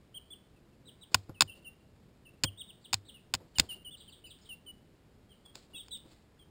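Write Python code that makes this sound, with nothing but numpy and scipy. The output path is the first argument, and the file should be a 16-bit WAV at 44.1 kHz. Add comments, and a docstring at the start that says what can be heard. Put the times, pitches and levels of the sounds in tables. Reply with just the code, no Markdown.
"""Chicks crowding a camera in a brooder box

Young chicks in a cardboard box peep close to a small camera: near-sine whistles with a faint octave,
gliding through a turn in pitch. Beaks rap the case, ringing its resonances; shoves bump and wobble it.
Feet scuffle as bursts of grainy noise, noise echoes give the box, and a low room rumble lies beneath.
The camera samples at a low rate and holds each sample, so every sound has mirror images in the treble.
"""
import sys
import numpy as np
from scipy import signal
from scipy.fft import rfft, irfft
from scipy.io import wavfile
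from scipy.ndimage import uniform_filter1d

SR = 44100
rng = np.random.default_rng(int(sys.argv[2]) if len(sys.argv) > 2 else 0)


def to_wav(sig):
    """Store sig (one row per channel, or 1-D mono) as 16-bit WAV at the path in sys.argv[1].

    Samples outside -1..1 are clipped; the rate is SR.
    """
    pcm = np.clip(np.atleast_2d(sig), -1, 1) * 32767
    pcm = np.round(pcm).astype(np.int16)
    wavfile.write(sys.argv[1], SR, pcm.T)  # frames by channels


N = 286650


def undb(db):
    """Turn decibels into an amplitude factor."""
    return 10 ** (np.asarray(db) / 20)


def peeps():
    """Near-sine whistles with a faint octave; returns the direct sound and the feed to the box."""
    # Chick calls. Each row: start in seconds, length in seconds, first pitch in Hz, share of the length
    # at which the glide turns, pitch at the turn in Hz, last pitch in Hz, level in dB,
    # growth from start to end in dB, box echo in dB relative to the call.
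    calls = [(0.141, 0.046, 2920, 0.38, 3268, 2810, -42, 7, -10.5),
             (0.302, 0.042, 3260, 0.44, 3493, 2770, -44, 6, -9.5),
             (0.558, 0.034, 2750, 0.66, 2580, 2440, -71, -8, -18),
             (0.726, .027, 2800, 0.4, 2650, 2680, -74.5, -14, -12),
             (0.853, .048, 3540, 0.22, 4020, 2700, -50.5, 6, -5),
             (1.009, 0.036, 3630, 0.25, 3934, 2720, -49, 6, -7),
             (1.342, 0.063, 3170, 0.51, 2600, 2560, -59.5, -10, -12),
             (1.473, 0.04, 3080, 0.79, 2710, 2730, -48.5, 4, 1),
             (1.507, 0.035, 2950, 0.34, 3200, 2800, -58, -2, -17),
             (1.643, 0.051, 3146, 0.58, 2746, 2790, -46, 10, -12),
             (2.25, 0.048, 3088, 0.59, 2640, 2790, -54.5, 0, -6.5),
             (2.447, 0.048, 2930, 0.39, 3274, 2650, -38.5, -2.5, -13),
             (2.572, 0.053, 3220, 0.38, 3800, 2760, -42, 16, -10.5),
             (2.671, 0.043, 3830, 0.24, 3740, 2566, -50, 18.5, -7.5),
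             (2.809, 0.057, 3570, 0.18, 4750, 2714, -51.5, 13.5, -4),
             (3.049, 0.056, 3245, 0.26, 4450, 2690, -50, 13.5, -3.5),
             (3.14, 0.043, 2910, 0.23, 2910, 2436, -54.5, -12, -7),
             (3.554, .038, 3166, 0.79, 2810, 2590, -44.5, -11.5, -19),
             (3.688, 0.066, 3186, 0.64, 2794, 3150, -38, -5.5, -13.5),
             (3.845, 0.058, 3213, 0.56, 2893, 3140, -42.5, 0, -11),
             (3.906, 0.052, 3080, 0.35, 3566, 2670, -46, 6.5, -11.5),
             (3.969, 0.048, 3380, 0.35, 4780, 2670, -47.5, -3, 1),
             (4.075, 0.027, 3100, 0.15, 3180, 2550, -51, 4.5, -9),
             (4.089, 0.052, 3800, 0.21, 4680, 2770, -47, -10, -4),
             (4.239, 0.041, 2790, 0.239, 3003, 2430, -49.5, -5, -5),
             (4.254, .072, 3615, 0.22, 4940, 2820, -46.5, -5, -3),
             (4.41, 0.064, 4750, 0.22, 5290, 2780, -53, -10, -4.5),
             (4.488, 0.062, 3170, 0.72, 2737, 2860, -42.5, -4.5, -16.5),
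             (4.661, 0.057, 3120, 0.65, 2933, 2950, -45, 3, -15.5),
             (5.291, .048, 3240, .15, 3250, 2750, -60.5, 3, -1),
             (5.45, 0.039, 3464, 0.91, 3240, 3220, -57, -16, -1.5),
             (5.732, 0.058, 2950, 0.74, 2614, 2880, -49.5, -6, -16.5),
             (5.744, 0.048, 3310, .3, 3410, 2640, -46, -11.5, -10),
             (5.757, 0.062, 3545, .24, 3810, 3004, -41.5, -1, -8.5),
             (5.906, 0.068, 4000, 0.11, 3928, 3434, -35.5, -2.5, -14),
             (5.914, 0.051, 3210, 0.25, 3626, 2710, -44, -14, -11),
             (6.39, 0.05, 3420, .7, 3170, 3100, -59.5, -13, -5.5)]
    # A dip on the way to the microphone. Each row: pitch in Hz, gain in dB.
    whistle_colour = [(2500, 0.5), (3500, -1.5), (3850, -4), (4200, -19), (4700, -16.5), (5300, -14)]
    colour_hz, colour_db = np.transpose(whistle_colour)
    falter_db_per_khz, falter_at, falter_width = 1.5, 0.58, 0.13  # place and width in shares of the length
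    arch_swell_db, sag_swell_db = 2.5, 7  # softening at both ends, stronger if the pitch sags
    attack_s, release_s = 0.0048, 0.0075
    octave_db, octave_db_per_khz = -26, -45  # steady octave up to a pitch of 2.75 kHz, and its slope above
    steady_hz_per_s = 13000  # the octave fades in glides faster than this
    muffle_share = 0.2  # part of a peep's level changes that the box hears; the rest is the bird's direction

    direct, feed = np.zeros(N), np.zeros(N)
    for start, length, first_hz, turn, turn_hz, last_hz, level_db, growth_db, echo_db in calls:
        i, u = int(start * SR), np.linspace(0, 1, int(length * SR))
        hz = glide(u, first_hz, turn, turn_hz, last_hz)

        # The voice falters past the top of a high arch.
        fall_khz = max(turn_hz - last_hz, 0) / 1000
        falter_db = falter_db_per_khz * fall_khz * np.exp(-((u - falter_at) / falter_width) ** 2)
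        swell_db = arch_swell_db if turn_hz > first_hz else sag_swell_db
        db = level_db + growth_db * (u - 0.5) - swell_db * (2 * u - 1) ** 2 - falter_db
        edge = np.clip(np.minimum(u * length / attack_s, (1 - u) * length / release_s), 0, 1)

        phase = 2 * np.pi * np.cumsum(hz) / SR
        octave = undb(octave_db + octave_db_per_khz * np.maximum(hz / 1000 - 2.75, 0))
        octave /= 1 + (np.gradient(hz) * SR / steady_hz_per_s) ** 4
        whistle = np.sin(phase) + octave * np.sin(2 * phase)
        call = undb(np.interp(hz, colour_hz, colour_db)) * edge * whistle

        box_db = db.max() + muffle_share * (db - db.max()) + echo_db
        direct[i:i + len(u)] += call * undb(db)
        feed[i:i + len(u)] += call * undb(box_db)
    return direct, feed


def glide(u, first_hz, turn, turn_hz, last_hz):
    """Pitch eases into the turn and out of it again along arcs of a cosine."""
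    # Radians of cosine before and after the turn; a deeper fall levels out more.
    onset_bend = 1.8
    close_bend = 0.51 + 0.9 * max(turn_hz - last_hz, 0) / 1000

    def arc(v, bend):
        """Cosine arc from 0 at the turn to 1 at the far end."""
        return (1 - np.cos(bend * v)) / (1 - np.cos(bend))

    before = (first_hz - turn_hz) * arc((turn - u) / turn, onset_bend)
    after = (last_hz - turn_hz) * arc((u - turn) / (1 - turn), close_bend)
    return turn_hz + np.where(u < turn, before, after)


def beak_taps():
    """A hard contact rings the shell in high ticks and lower knocks, and loose parts rattle."""
    # Beak contacts, first blows and rattling rebounds.
    # Each row: time in seconds, tick drive in relative dB, knock drive in relative dB.
    contacts = [(1.12, -58.5, -52.5), (1.1437, -16, -19.5), (1.1445, -3, -19), (1.1465, -10, -11),
                (1.1487, -23, -27), (1.2938, -52.5, -37), (1.2973, -64.5, -34), (1.4072, -4.5, -19.5),
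                (1.408, -7, -14), (1.4098, -10.5, -21.5), (1.4162, -22, -22.5), (1.4184, -14.5, -25),
                (1.4207, -8.5, -16.5), (1.4225, -18, -31), (2.436, -10, -28), (2.4389, -15, -33.5),
                (2.4396, -17, -26.5), (2.4417, -19, -35), (2.4437, -20.5, -25), (2.4482, -31.5, -29),
                (2.929, -19, -38), (2.9325, -12.5, -17.5), (2.935, -26, -24), (2.9387, -21.5, -38),
                (2.9415, -10.5, -30), (2.951, -53, -45), (3.3385, -13, -24.5), (3.3412, -22.5, -22),
                (3.3434, -18, -33.5), (3.3497, -18, -35.5), (3.354, -34.5, -44), (3.5846, -14.5, -27),
                (3.5932, -31, -41), (3.5968, -2, -36.5), (3.5982, -5.5, -32.5), (4.387, -59, -75),
                (5.46, -53, -54), (5.5546, -33.5, -41.5), (5.883, -43.5, -49), (5.973, -52, -70),
                (6.132, -72, -55)]
    # Bright resonances of the case. Each row: frequency in Hz, relative level in dB, 60 dB decay in seconds.
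    tick_modes = [(2550, -6, .009), (3015, -8, .008), (3630, -7, .012), (4250, -6, .010), (4700, 2, .006),
                  (5250, 0, .007)]
    # Duller resonances of the case. Each row: frequency in Hz, relative level in dB, 60 dB decay in seconds.
    knock_modes = [(645, -7, 0.018), (776, 0.5, .02), (1031.4, 5, 0.013), (1478, 3.5, 0.012),
                   (2400, -5.5, 0.0014)]
    contact_s, rattle_s = 0.0004, 0.004  # time constants of exponential decay
    scratch_share = 0.4  # random scratch in a contact, beside the clean first touch
    rattle_db = -11  # relative to the tick drive
    soft_samples_per_db = 1.1  # a contact with little tick is a soft one and its knock lasts longer

    t = np.arange(2048) / SR
    tick, knock, rattle = np.zeros((3, N))
    noises = rng.standard_normal((len(contacts), 2, len(t)))
    for (s, tick_db, knock_db), (hard, loose) in zip(contacts, noises):
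        at = slice(int(s * SR), int(s * SR) + len(t))
        blow = hard * np.exp(-t / contact_s)
        blow *= scratch_share / np.sqrt(np.sum(blow ** 2))
        blow[0] += 1  # the clean first touch
        tick[at] += undb(tick_db) * blow

        soft = max(1, int(soft_samples_per_db * (knock_db - tick_db)))
        soft_blow = uniform_filter1d(blow, soft, origin=-(soft // 2), mode="constant") * np.sqrt(soft)
        knock[at] += undb(knock_db) * soft_blow
        rattle[at] += undb(tick_db + rattle_db) * loose * np.exp(-t / rattle_s)
    rattle = signal.sosfilt(signal.butter(2, 1500, "high", fs=SR, output="sos"), rattle)
    return undb(-3.5) * ring(tick, tick_modes) + undb(-10.5) * ring(knock, knock_modes) + rattle


def jolts():
    """Each shove bumps the whole camera and leaves it wobbling on its footing."""
    # Shoves at the camera. Each row: time in seconds, bump drive in relative dB, wobble drive in relative dB.
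    shoves = [(1.117, -45, -61), (1.145, -31, -30.5), (1.2923, -32, -38.5), (1.408, -31, -40),
              (1.4202, -30, -34), (2.4357, -26.5, -40.5), (2.4431, -25.5, -33), (2.9334, -44, -38.5),
              (2.942, -47.5, -43.5), (3.3403, -53.5, -36), (3.3444, -34.5, -42), (3.5836, -52.5, -32),
              (3.5934, -23, -43), (3.5981, -21, -31), (5.5543, -52, -68), (5.743, -45, -73),
              (5.971, -47, -86), (6.054, -43, -73.5)]
    # Bump resonances. Each row: frequency in Hz, relative level in dB, 60 dB decay in seconds.
    bump_modes = [(178, -0.5, 0.013), (316.3, -4, 0.04), (530, -8, 0.061)]
    # Wobble resonances. Each row: frequency in Hz, relative level in dB, 60 dB decay in seconds.
    wobble_modes = [(75.94, -5, 0.13), (150.45, -3.5, 0.096), (98.4, -2.5, .25), (236, -8, 0.09)]
    push_s, shake_s = 0.00048, 0.02  # time constants of the push and of the shaking

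    t = np.arange(2048) / SR
    push = t * np.exp(-t / push_s)
    push /= push.sum()
    bump, wobble = np.zeros((2, N))
    shakes = rng.standard_normal((len(shoves), len(t))) * np.exp(-t / shake_s)
    for (s, bump_db, wobble_db), shake in zip(shoves, shakes):
        at = slice(int(s * SR), int(s * SR) + len(t))
        bump[at] -= undb(bump_db) * push
        wobble[at] += undb(wobble_db) * (push + 0.37 * shake / np.sqrt(np.sum(shake ** 2)))
    wobble_band = signal.butter(2, [45, 500], "band", fs=SR, output="sos")
    swaying = signal.sosfilt(wobble_band, ring(wobble, wobble_modes))
    return undb(3.5) * ring(bump, bump_modes) + undb(-2) * swaying


def ring(x, modes):
    """Sum of decaying resonances, neighbours in opposite phase."""
    out = 0
    for k, (hz, db, t60) in enumerate(modes):
        pole = np.exp(2j * np.pi * hz / SR - np.log(1000) / (t60 * SR))
        resonance = signal.lfilter([1], [1, -pole], x).imag
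        out = out + (-1) ** k * undb(db) * resonance
    return out


def box(x):
    """Diffuse echoes off the box walls: a strong early part, then a dense fading tail; unit energy."""
    box_t60_s = 0.49
    t = np.arange(int(SR * 0.8)) / SR
    tail = rng.standard_normal(len(t)) * np.exp(-np.log(1000) * t / box_t60_s)
    tail *= np.minimum(t / 0.0051, 1) * (1 + 1.3 * np.exp(-t / 0.028))
    return signal.fftconvolve(x, tail / np.sqrt(np.sum(tail ** 2)))[:N]


def scuffle():
    """Dense tiny crackles of dry shavings in uneven bursts, and the duller shifting of feet."""
    # Feet and down in the shavings.
    # Each row: start in seconds, hold in seconds, level in dB, fading in dB per second.
    shavings = [(1.12, .02, -61, 302.5), (1.15, .01, -65.5, 148.5), (1.43, .15, -71.5, 110),
                (2.95, 0.011, -55, 600.5), (3.35, 0.38, -74.5, 204.5), (3.553, 0.028, -59, 297.5),
                (3.6, .01, -53.5, 200), (3.7, 0.074, -73, 300), (4.39, 0.13, -68, 168), (5.3, .2, -82, 200),
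                (5.555, .01, -54.5, 172.5), (5.7, 0.26, -72, 148), (6.06, 0.12, -68, 220)]
    # Feet shifting on the box floor, felt through the camera's footing.
    # Each row: start in seconds, hold in seconds, level in dB, fading in dB per second.
    shifting = [(1.125, .04, -60, 296), (1.297, 0.0048, -47, 698), (1.41, .04, -62.5, 160),
                (1.55, 0.059, -65.5, 250.5), (2.45, .02, -60.5, 240), (3.35, 0.096, -60.5, 400),
                (3.6, .03, -55, 294), (3.75, 0.018, -64.5, 401.5), (5.56, 0.0084, -65.5, 302.5),
                (5.7, .05, -63, 156.5), (6.04, .09, -69.5, 260.5)]
    # Spectrum of the shavings. Each row: frequency in Hz, relative level in dB per Hz.
    rustle = [(200, -9.5), (600, 1), (1500, -3.5), (3000, -1), (4500, 5), (5800, -3)]
    # Spectrum of the floor. Each row: frequency in Hz, relative level in dB per Hz.
    floor = [(60, -20), (150, -6), (350, 0.5), (700, -6.5), (1200, -15.5), (2500, -29.5)]
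    rise_db_per_s, patchy_db = 1500, 2.5  # rise into a burst, and spread of its unevenness

    out, t = 0, np.arange(N) / SR
    for bursts, colour in ((shavings, rustle), (shifting, floor)):
        gain = 0
        for s, hold, db, fall in bursts:
            rise_db = rise_db_per_s * np.maximum(s - t, 0)
            fall_db = fall * np.maximum(t - s - hold, 0)
            gain = gain + undb(db - rise_db - fall_db)
        # Every grain of 16 samples has its own level.
        grain_gain = undb(rng.exponential(size=N // 16 + 1)).repeat(16)[:N]
        grains = rng.standard_normal(N) * grain_gain
        out = out + gain * undb(patchy_db * walk(44)) * coloured(grains, colour)
    return out


def air():
    """Low rumble that wavers over a steady hiss."""
    # Spectrum of the room air. Each row: frequency in Hz, relative level in dB per Hz.
    air_colour = [(15, -32), (22, -12), (70, -6), (200, -9), (430, -15.5), (750, -23.5), (1100, -27),
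                  (2500, -31.5), (6000, -35)]
    noise = coloured(rng.standard_normal(N), air_colour)
    low = signal.sosfilt(signal.butter(2, 700, fs=SR, output="sos"), noise)
    waver = undb(0.5 * walk(3.7) + 1.0 * walk(30))
    return undb(-61.5) * (noise + (waver - 1) * low)


def coloured(x, table):
    """Shape x by a (Hz, dB) spectrum; rms 1."""
    hz, db = np.transpose(table)
    f = np.maximum(np.arange(len(x) // 2 + 1) * SR / len(x), 1)
    gain_db = np.interp(np.log(f), np.log(hz), db)
    y = irfft(rfft(x) * undb(gain_db), len(x))
    return y / y.std()


def walk(rate):
    """Slow random drift, spread 1: noise averaged twice over 1 / rate seconds."""
    k = int(SR / rate)
    w = uniform_filter1d(uniform_filter1d(rng.standard_normal(N), k), k)
    return w / w.std()


def scene():
    """Peeps, taps and jolts up close, their box echoes, the scuffling and the room air."""
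    calls, feed = peeps()
    taps = beak_taps()
    echoes = box(feed + undb(-42) * taps)  # the box hears little of the taps
    return (calls + taps + jolts() + echoes + scuffle() + air())[None]


def record(dry):
    """Filter, sample at 12 kHz, round off overloads, hold each sample for four 48 kHz ticks, cut the top."""
    overload_level, hold_ticks = 0.62, 4
    fade_hz, top_hz = 15500, 16450
    x = signal.sosfilt(signal.butter(8, 5950, fs=SR, output="sos"), dry)
    slow = signal.resample_poly(x, 40, 147, axis=1, window=("kaiser", 8.))  # 44.1 to 12 kHz
    rounded = overload_level * np.tanh(slow / overload_level)
    stepped = rounded.repeat(hold_ticks, axis=1)  # the steps leave mirror images above 6 kHz
    held = signal.resample_poly(stepped, 147, 160, axis=1)[:, :N]  # 48 to 44.1 kHz
    faded = signal.sosfilt(signal.butter(10, fade_hz, fs=SR, output="sos"), held)
    return signal.sosfilt(signal.ellip(10, 0.2, 80, top_hz, fs=SR, output="sos"), faded)


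dry = scene()
out = record(dry)
to_wav(out)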